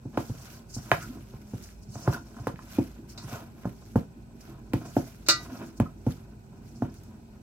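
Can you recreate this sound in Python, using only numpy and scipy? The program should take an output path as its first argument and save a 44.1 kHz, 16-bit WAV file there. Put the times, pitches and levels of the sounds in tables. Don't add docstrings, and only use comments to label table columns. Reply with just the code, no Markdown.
import sys
import numpy as np
from scipy import signal
from scipy.io import wavfile
from scipy.ndimage import uniform_filter1d

SR = 44100
rng = np.random.default_rng(int(sys.argv[2]) if len(sys.argv) > 2 else 0)


def rack_gain(trim_db):
    fader = np.asarray(trim_db, float)
    return 10 ** (fader / 20)


def digitize_waveform(pressure):
    field = np.atleast_2d(pressure).T
    bounded = np.clip(field, -1, 1)
    quanta = np.round(bounded * 32767).astype(np.int16)
    wavfile.write(sys.argv[1], SR, quanta)


N = 327207

# start in seconds, wall level in dB, wall's favoured pitch in Hz,
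# counter level in dB, base level in dB, base's favoured pitch in Hz, rim level in dB.
KNOCKS = [(0.054, -39, 482, -39, -38.5, 270, -60), (0.174, -13.5, 543, -36.5, -26, 291, -25),
          (0.296, -35.5, 479, -33.5, -38, 214, -62), (0.765, -42.5, 710, -38, -38.5, 227, -52),
          (0.916, -7.5, 704, -32, -32, 380, -13), (1.337, -40.5, 487, -43, -51, 220, -52.5),
          (1.535, -33.5, 474, -37, -35, 195, -52), (1.884, -70.5, 456, -45.5, -63, 217, -79),
          (1.955, -33, 596, -42.5, -44, 270, -45), (2.076, -13.5, 555, -23.5, -28.5, 368, -24),
          (2.367, -63, 958, -58, -49, 220, -44.5), (2.399, -48, 740, -39, -49, 208, -67),
          (2.47, -16, 488, -37.5, -31, 290, -26), (2.539, -53, 700, -60, -43.5, 188, -69),
          (2.591, -52, 885, -71, -59, 248, -39.5), (2.785, -19.5, 474, -31.5, -19, 282.5, -44),
          (3.243, -48, 452, -41.5, -68, 232, -75), (3.326, -35.5, 524, -39.5, -41, 242, -43),
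          (3.647, -50, 900, -55, -55, 220, -44), (3.6535, -26, 610, -37.5, -30.5, 190, -38),
          (3.671, -42, 500, -45, -36, 200, -55), (3.957, -13.5, 470, -24.5, -19.5, 207, -29.5),
          (4.736, -19, 446, -28, -23, 287, -33.5), (4.966, -15, 635, -31, -21, 278, -35),
          (5.285, -40, 590, -46, -36, 325, -50), (5.8, -19, 610, -24.5, -21.5, 220, -29),
          (6.066, -21, 477, -26.5, -25.5, 250, -45), (6.821, -24, 703, -32, -27, 254, -35)]
# pitch in Hz, level in dB, t60 in seconds.
COUNTER_MODES = [(67, 1, 0.079), (118.9, 10.5, 0.08), (161.2, -10, 0.23)]
BASE_MODES = [(174.4, -1, 0.036), (227, 1, 0.11), (257.2, -3, 0.084), (328.2, -1, 0.084),
              (377, -8.5, 0.055)]
WALL_MODES = [(482, 1.5, 0.017), (605.4, 0.5, 0.044), (697, 11.5, 0.026), (781, -4, 0.082), (948, 6, 0.032),
              (970, -2.5, 0.042)]
RIM_MODES = [(1047, -1, 0.03), (1194, 3.5, 0.015), (1337, 1, 0.016), (1581, -24, 0.067)]
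UPPER_RIM_MODES = [(1718, -2, 0.023), (1908, -2, 0.019), (2100, 0, 0.012), (2299, -4, 0.02),
                   (2450, 2.5, 0.0084), (2950, -7.5, 0.021), (3760, -3, 0.0096), (4304, -18, .012),
                   (5340, -18.5, .012)]
# start in seconds, level in dB, rattle length in seconds,
# share of the clear modes in dB.
CLANKS = [(3.176, -31, 0.0031, -20.5), (5.263, -32, 0.0089, -23.5), (5.2855, -7, .014, -11)]
STEEL_HZ = [331, 599, 1215, 1373, 1503, 1955, 2186, 2470, 2859, 3792, 3829, 3958, 4110, 4224, 4364, 4589,
            4676, 4718, 4911, 5298, 5843, 6331, 6772, 7351, 8096]
# level in dB, t60 in seconds before the hand damps them.
STEEL_DECAYS = [(-16, 0.17), (-12.5, 0.17), (-13, 0.49), (0.5, 0.18), (-15.5, 0.44), (-14.5, 0.47),
                (-27, 0.27), (-18, 0.26), (-10, 0.16), (-11, 0.22), (-17.5, 0.54), (-10, .15), (-9, 0.17),
                (-13.5, .12), (-8, 0.21), (-18, .13), (-8, 0.19), (-10, 0.14), (-9.5, 0.17), (-20.5, .14),
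                (-16, .18), (-10, 0.13), (-22.5, .17), (-25, .16), (-22, 0.2)]
# frequency in Hz, relative level in dB per Hz.
STEEL_CROWD = [(290, -61.5), (500, -30), (586, -9), (761, -21.5), (988, -20), (1090, -21.5), (1380, -11.5),
               (1640, -19.5), (2460, -15), (3200, -26.5), (3860, -5.5), (7860, -15.5), (9360, -31),
               (14900, -30.5), (16000, -42.5)]
FINGER_SPECTRUM = [(1470, -45.5), (2500, -22.5), (2940, -17.5), (3180, -29), (4240, -7), (5610, -0.5),
                   (9810, -13), (12300, -18), (16000, -16)]
DOUGH_SPECTRUM = [(880, -25.5), (1500, -7), (1690, -20.5), (2020, -15), (2390, -15), (3730, -19),
                  (6060, -16), (9370, -24.5), (12000, -18), (15100, -22.5), (16000, -29.5)]
HUM_SPECTRUM = [(15, -41), (25, 6), (213, -10), (271, -19.5), (430, -19.5), (668, -17.5), (977, -23),
                (1220, -40), (1430, -31.5), (2310, -38), (3000, -46.5), (3900, -71.5), (6600, -120)]
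HISS_SPECTRUM = [(1470, -29.5), (2500, -5), (3180, -13.5), (4340, -7), (4550, -11.5), (7020, -14.5),
                 (8020, -5), (9360, -22), (12400, -20), (16000, -21)]
WHINE_HZ = [53, 91, 130, 173, 208, 232, 384, 415, 830, 965, 1510, 2480]
# width in Hz, level in dB.
WHINES = [(5.76, -55.5), (4.84, -57.5), (5.82, -60), (8, -62), (6.03, -57.5), (8.05, -60), (8, -65.5),
          (8.01, -69.5), (10.2, -75.5), (15.33, -77), (35, -75.5), (150, -81)]
# frequency in Hz, correlation from -1 to 1.
LIKENESS = [(60, 0.95), (180, 0.93), (550, 0.38), (1650, -0.9), (4970, -0.68), (15000, -0.03)]
# frequency in Hz, t60 in seconds.
ROOM_T60 = [(100, 0.22), (500, 0.18), (2000, 0.19), (6000, 0.18), (14000, 0.06)]
# start in seconds, burst level in dB, upper rim level in dB.
TICKS = [(0.174, -35, -32.5), (0.7018, -50, -85), (0.7417, -44, -76), (0.7744, -37, -68),
         (0.9158, -20.5, -17), (1.028, -40.5, -44), (1.625, -36, -67), (1.6581, -40, -55),
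         (1.6894, -45, -52), (1.9554, -47, -72), (2.0744, -46, -46), (2.285, -56, -60),
         (2.4708, -30.5, -39), (2.5592, -56, -48), (2.5924, -56, -51), (2.6236, -45, -53),
         (2.7852, -44, -46), (3.6935, -40, -59), (3.9586, -42, -51), (4.408, -45, -60),
         (4.7343, -21.5, -32), (4.964, -48.5, -51), (5.2854, -5.5, -25), (5.8, -26.5, -33),
         (6.065, -50, -50), (6.823, -55, -52.5), (6.9414, -37.5, -73), (7.0353, -38.5, -71)]
# start in seconds, swell length in seconds, level in dB, pitch in Hz, width in Hz.
SCRAPES = [(0.997, 0.073, -46, 1394, 200), (1.061, 0.072, -41, 251, 60), (1.147, 0.05, -41, 292, 80),
           (2.71, 0.16, -58, 2450, 250), (2.125, 0.038, -37, 1444, 200), (3.318, 0.071, -49, 1420, 303),
           (3.09, .028, -60, 5400, 120), (4.79, .1, -46, 260, 120), (5.5, .09, -41, 255, 70),
           (5.59, .09, -44, 280, 90), (5.061, 0.025, -48, 656, 150), (5.853, 0.02, -40, 1253, 200)]
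# time in seconds, counter level in dB, bowl base level in dB.
WEIGHT = [(0.0, -49.5, -59), (0.35, -52, -52.5), (0.56, -53.5, -56), (0.78, -55.5, -61.5),
          (0.99, -46, -45.5), (1.22, -49, -54), (1.34, -58, -57.5), (1.88, -57, -58.5), (2.11, -36, -44),
          (2.23, -52.5, -50.5), (4.36, -52, -52.5), (4.65, -51, -52.5), (4.9, -46.5, -47), (5.1, -50, -56),
          (5.5, -49, -48.5), (6.47, -53, -55.5), (6.92, -50.5, -52.5), (7.42, -57, -52)]
# peak time in seconds, rise in seconds, fall in seconds, level in dB.
# A stroke is 10 dB down one rise before its peak and one fall after it.
DRAG_STROKES = [(0.146, .006, .07, -47), (0.538, 0.21, 0.066, -52), (0.78, .01, 0.025, -50),
                (0.9, 0.094, .05, -48.5), (1.15, .15, 0.049, -53.5), (1.346, .05, 0.032, -55),
                (1.96, .04, .1, -53), (2.06, 0.067, .04, -43.5), (2.13, .012, .035, -36),
                (2.43, 0.17, .02, -51.5), (2.77, 0.14, 0.14, -53), (3.18, 0.044, 0.073, -50.5),
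                (3.35, .1, 0.077, -42.5), (3.64, 0.045, .03, -52), (4.5, 0.088, 0.099, -53.5),
                (4.88, 0.14, .06, -50.5), (5.44, 0.099, .06, -47.5), (5.51, .02, .07, -42.5),
                (5.606, .04, 0.08, -46), (6.84, .015, .05, -48)]
SLIDE_STROKES = [(0.2, 0.041, 0.17, -60.5), (0.416, 0.23, .12, -57.5), (0.54, .04, 0.059, -60.5),
                 (0.71, 0.014, .04, -51), (0.748, 0.017, 0.038, -41.5), (0.83, .06, .05, -53),
                 (1.027, .04, 0.027, -51), (1.12, .1, 0.11, -65), (1.5, .06, .2, -65.5),
                 (1.64, .02, 0.086, -58.5), (1.831, 0.016, 0.022, -62.5), (1.955, 0.055, 0.19, -51.5),
                 (2.133, 0.028, .05, -53), (2.42, 0.17, 0.065, -60.5), (2.63, .01, 0.027, -63),
                 (2.78, .25, .025, -64), (3.102, 0.011, 0.046, -53.5), (3.23, .06, .1, -58),
                 (3.328, .04, 0.074, -56), (3.82, .2, 0.21, -68), (4.41, .006, 0.035, -61),
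                 (4.92, 0.14, .2, -58.5), (5.44, .05, 0.044, -53.5), (5.672, 0.24, 0.043, -59),
                 (5.776, 0.016, .012, -54.5), (6.14, 0.13, 0.082, -73), (6.696, 0.098, 0.22, -66.5),
                 (6.954, .02, .12, -66)]
FOLD_STROKES = [(0.22, 0.047, 0.2, -61), (0.52, 0.17, 0.077, -59.5), (0.752, .03, .08, -74),
                (0.97, 0.16, 0.19, -56.5), (1.3, 0.042, .15, -67), (1.63, 0.16, 0.09, -62.5),
                (2.009, .05, .04, -63.5), (2.141, 0.058, 0.027, -52), (2.4, 0.28, 0.12, -69),
                (2.74, 0.095, .17, -57.5), (3.098, .02, .08, -67), (3.33, 0.078, 0.093, -54.5),
                (3.704, .3, 0.1, -68.5), (3.9, 0.11, 0.11, -70), (4.466, 0.088, 0.088, -65.5),
                (4.815, .07, 0.062, -64.5), (5.0, 0.11, 0.19, -58.5), (5.43, 0.095, 0.072, -60),
                (5.57, 0.17, 0.16, -63), (6.11, .06, 0.075, -62), (6.642, 0.079, 0.26, -74.5),
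                (6.95, .07, .2, -71.5)]
# resting level in dB, shaken level in dB
# against the knock's wall, seconds to fall 10 dB (0 = no settling), unsteadiness in dB.
DRAG_RULE = (-65, -29.5, 0.04, 3.5)
SLIDE_RULE = (-78.5, -40, 0.0266, 2.5)
FOLD_RULE = (-79.5, -42, 0.0432, 1.5)
BASE_RULE = (-75.5, -34, 0, 1.5)

HUM_DB, HISS_DB = -53, -72
LAG_S, LEFT_DB = 0.0001, -1
STROKE_SHAPE = 1.26
BASE_SHARE_DB = -1.5
TICK_T60_S = 0.02


def evened(x):
    return x / np.sqrt(np.mean(x ** 2) + 1e-20)


def read(points, hz):
    f, value = np.transpose(points)
    return np.interp(np.log(hz + 1), np.log(f + 1), value)


def add(mix, start_s, sound):
    part = mix[..., round(start_s * SR):][..., :sound.shape[-1]]
    part += sound[..., :part.shape[-1]]


def ring(modes, rise_s, favoured_hz=None, fall_db=30, thud_db=-60, thud_t60=0.04):
    t = np.arange(SR // 4) / SR
    hz, db, t60 = np.transpose(modes)[:, :, None]
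    thud = 0
    if favoured_hz:
        thud = rack_gain(thud_db - 60 * t / thud_t60) * np.sin(2 * np.pi * favoured_hz * t)
        db = db - fall_db * abs(np.log2(hz / favoured_hz))
    tones = (rack_gain(db - 60 * t / t60) * np.sin(2 * np.pi * hz * t)).sum(0)
    x = (thud + tones) * (1 - np.exp(-t / rise_s)) ** 2
    return x / abs(x).max()


def stereo(left, other, same):
    return np.array([left, same * left + np.sqrt(1 - same ** 2) * other])


def noise(spectrum, likeness, patchy_db, size):
    frames, hz = 4 * N // size + 5, np.fft.rfftfreq(size, 1 / SR)
    a, b, c, d, patches = rng.standard_normal((frames, len(hz), 5)).T
    patches = uniform_filter1d(patches, size=9, axis=0)
    patches = evened(uniform_filter1d(patches, size=9, axis=1))
    same = np.clip(read(likeness, hz), -1, 1)[:, None]
    z = stereo(a + 1j * b, c + 1j * d, same)
    z *= rack_gain(read(spectrum, hz)[:, None] + patchy_db * patches)
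    return evened(signal.istft(z, nperseg=size, noverlap=size * 3 // 4)[1][:, :N])


def fuzzy(hz, width_hz, size):
    r = np.exp(-np.pi * width_hz / SR)
    a, b, c, d = rng.standard_normal((size, 4)).T
    slow = signal.lfilter([1], np.convolve([1, -r], [1, -r]), [a + 1j * b, c + 1j * d])
    return evened((slow * np.exp(2j * np.pi * hz * np.arange(size) / SR)).real)


def grit(per_s, spread_db):
    chance, size, sign = rng.random((N, 3)).T
    return (chance < per_s / SR) * rack_gain(-spread_db * np.log(size + 0.011)) * np.sign(sign - 0.5)


def slipping(per_s, spread_db, body):
    return evened(signal.oaconvolve(grit(per_s, spread_db), body)[:N])


def level_curve(rows, column=1):
    rows = np.transpose(rows)
    return rack_gain(np.interp(np.arange(N) / SR, rows[0], rows[column]))


def strokes(rows, rest_db, shaken_db, settle_s, unsteady_db):
    t = np.arange(0, N + 64, 64) / SR
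    power = rack_gain(2 * rest_db) + 0 * t
    for s, rise_s, fall_s, db in rows:
        away = np.where(t < s, (s - t) / max(rise_s, 0.002), (t - s) / max(fall_s, 0.002))
        power = power + rack_gain(2 * (db - 10 * away ** STROKE_SHAPE))
    for s, wall_db, *_ in KNOCKS:
        power = power + (t > s) * rack_gain(2 * (wall_db + shaken_db - 10 * abs(t - s) / settle_s))
    waver = uniform_filter1d(rng.standard_normal(len(t)), size=12)
    waver = evened(uniform_filter1d(waver, size=12))
    return np.interp(np.arange(N) / SR, t, np.sqrt(power) * rack_gain(unsteady_db * waver))


def drag():
    high = ring(WALL_MODES, 0.00022) + rack_gain(-4.5) * ring(RIM_MODES, 0.00041)
    high = high + rack_gain(-8) * ring(UPPER_RIM_MODES, 0.00039)
    counter = slipping(300, 3.14, ring(COUNTER_MODES, 0.003)) * level_curve(WEIGHT)
    dragged = rack_gain(BASE_SHARE_DB) * strokes(DRAG_STROKES, *BASE_RULE)
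    pressed = np.hypot(level_curve(WEIGHT, column=2), dragged)
    base = slipping(300, 5.7, ring(BASE_MODES, 0.0027)) * pressed
    bowl = slipping(900, 2.6, high) * strokes(DRAG_STROKES, *DRAG_RULE)
    return rack_gain(-1.5) * (counter + base) + rack_gain(-4.0) * bowl


def hands():
    likeness = [(1000, 0.35), (16000, 0.0397)]
    fingers = noise(FINGER_SPECTRUM, likeness, 2.5, size=256) * strokes(SLIDE_STROKES, *SLIDE_RULE)
    grain = 1 + 12 * abs(uniform_filter1d(grit(190, 4.3), size=40))
    dough = noise(DOUGH_SPECTRUM, likeness, 2.17, size=256) * grain * strokes(FOLD_STROKES, *FOLD_RULE)
    return rack_gain(1.5) * fingers + rack_gain(6.5) * dough


def hum():
    out = rack_gain(HUM_DB) * noise(HUM_SPECTRUM, LIKENESS, 0.5, size=2048)
    for hz, (width_hz, db) in zip(WHINE_HZ, WHINES):
        left, other = fuzzy(hz, width_hz, size=N)
        out += rack_gain(db) * stereo(left, other, np.clip(read(LIKENESS, hz), -1, 1))
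    return out


def knocks():
    out = np.zeros(N)
    for s, wall_db, wall_hz, counter_db, base_db, base_hz, rim_db in KNOCKS:
        cushion = rack_gain(0.235 * (base_db - rim_db))
        base = ring(BASE_MODES, 0.0013, base_hz, 11, thud_db=12, thud_t60=0.046)
        wall = ring(WALL_MODES, 0.0009 * cushion, wall_hz, 17.0, thud_db=15.5, thud_t60=0.014)
        add(out, s, rack_gain(counter_db + 8.5) * ring(COUNTER_MODES, 0.0043))
        add(out, s, rack_gain(base_db + 11) * base)
        add(out, s, rack_gain(wall_db) * wall)
        add(out, s, rack_gain(rim_db + 7) * ring(RIM_MODES, 0.00055 * cushion))
    return out


def ticks():
    out, t = np.zeros((2, N)), np.arange(SR // 10) / SR
    for s, burst_db, rim_db in TICKS:
        burst = np.diff(rng.standard_normal((len(t) + 1, 2)).T) * rack_gain(-60 * t / TICK_T60_S)
        burst = 0.17 * burst[0] + 1.08 * burst
        add(out, s, rack_gain(burst_db - 13.5) * signal.lfilter([1], [1, -0.65], burst))
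        add(out, s, rack_gain(rim_db + 7.5) * ring(UPPER_RIM_MODES, 0.000085))
    return out


def scrapes():
    out, t = np.zeros((2, N)), np.arange(SR // 10) / SR
    for s, length_s, db, hz, width_hz in SCRAPES:
        swell = np.sin(np.pi * np.minimum(t / length_s, 1))
        add(out, s, rack_gain(db) * swell * fuzzy(hz, width_hz, size=len(t))[0])
    return out


def clanks():
    out, t = np.zeros((2, N)), np.arange(SR // 2) / SR
    hz, (db, t60) = np.array(STEEL_HZ)[:, None], np.transpose(STEEL_DECAYS)[:, :, None]
    shimmer = noise(STEEL_CROWD, [(300, 0.8), (16000, 0.2)], 1.5, size=512)
    for s, level_db, rattle_s, clear_db in CLANKS:
        start, apart = rng.random((len(STEEL_DECAYS), 2, 1)).transpose(1, 0, 2)
        turns = hz * t + np.array([start, start + 0.3 * (apart - 0.5)])
        held_db = -60 * (t / 0.32) ** 2
        clear = rack_gain(held_db) * (rack_gain(db - 60 * t / t60) * np.sin(2 * np.pi * turns)).sum(1)
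        crowd = shimmer[:, round(s * SR):][:, :len(t)] * rack_gain(-60 * np.maximum(t - rattle_s, 0) / 0.11)
        both = rack_gain(clear_db) * clear + rack_gain(-10.5) * crowd
        add(out, s, rack_gain(level_db) * both * (1 - np.exp(-t / 0.00049)))
    return out


def room(x):
    taps = np.zeros((2, SR // 2))
    at = np.arange(150, SR // 2 - 20, 20) + rng.integers(0, 20, (2, (SR // 2 - 151) // 20))
    np.put_along_axis(taps, at, rng.choice([-1., 1.], at.shape), 1)
    hz, t, z = signal.stft(taps, SR, nperseg=512)
    z = stereo(z[0], z[1], np.clip(read(LIKENESS, hz), 0, 1)[:, None])
    tail = signal.istft(z * rack_gain(-60 * t / read(ROOM_T60, hz)[:, None]), SR, nperseg=512)[1]
    return signal.fftconvolve(x, tail / np.linalg.norm(tail[0]), axes=1)[:, :N]


def scene():
    near = drag() + knocks() + ticks() + scrapes() + clanks()
    thin = signal.lfilter(*signal.butter(1, 300, "high", fs=SR), near)
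    left, right = near + rack_gain(-7.5) * room(thin) + hands() + hum()
    return np.array([np.roll(left, round(LAG_S * SR)) * rack_gain(LEFT_DB / 2), right * rack_gain(-LEFT_DB / 2)])


def top_cut(x):
    return signal.sosfilt(signal.butter(12, 16620, fs=SR, output="sos"), x)


def record(dry):
    heard = dry + rack_gain(HISS_DB) * noise(HISS_SPECTRUM, [(2500, 0), (16000, 0)], 0.8, size=512)
    mix = signal.sosfilt(signal.butter(4, 44, "high", fs=SR, output="sos"), heard)
    mix = signal.oaconvolve(mix, signal.firwin(255, 16000, fs=SR)[None], "same")
    return top_cut(mix)


dry = scene()
out = record(dry)
digitize_waveform(out)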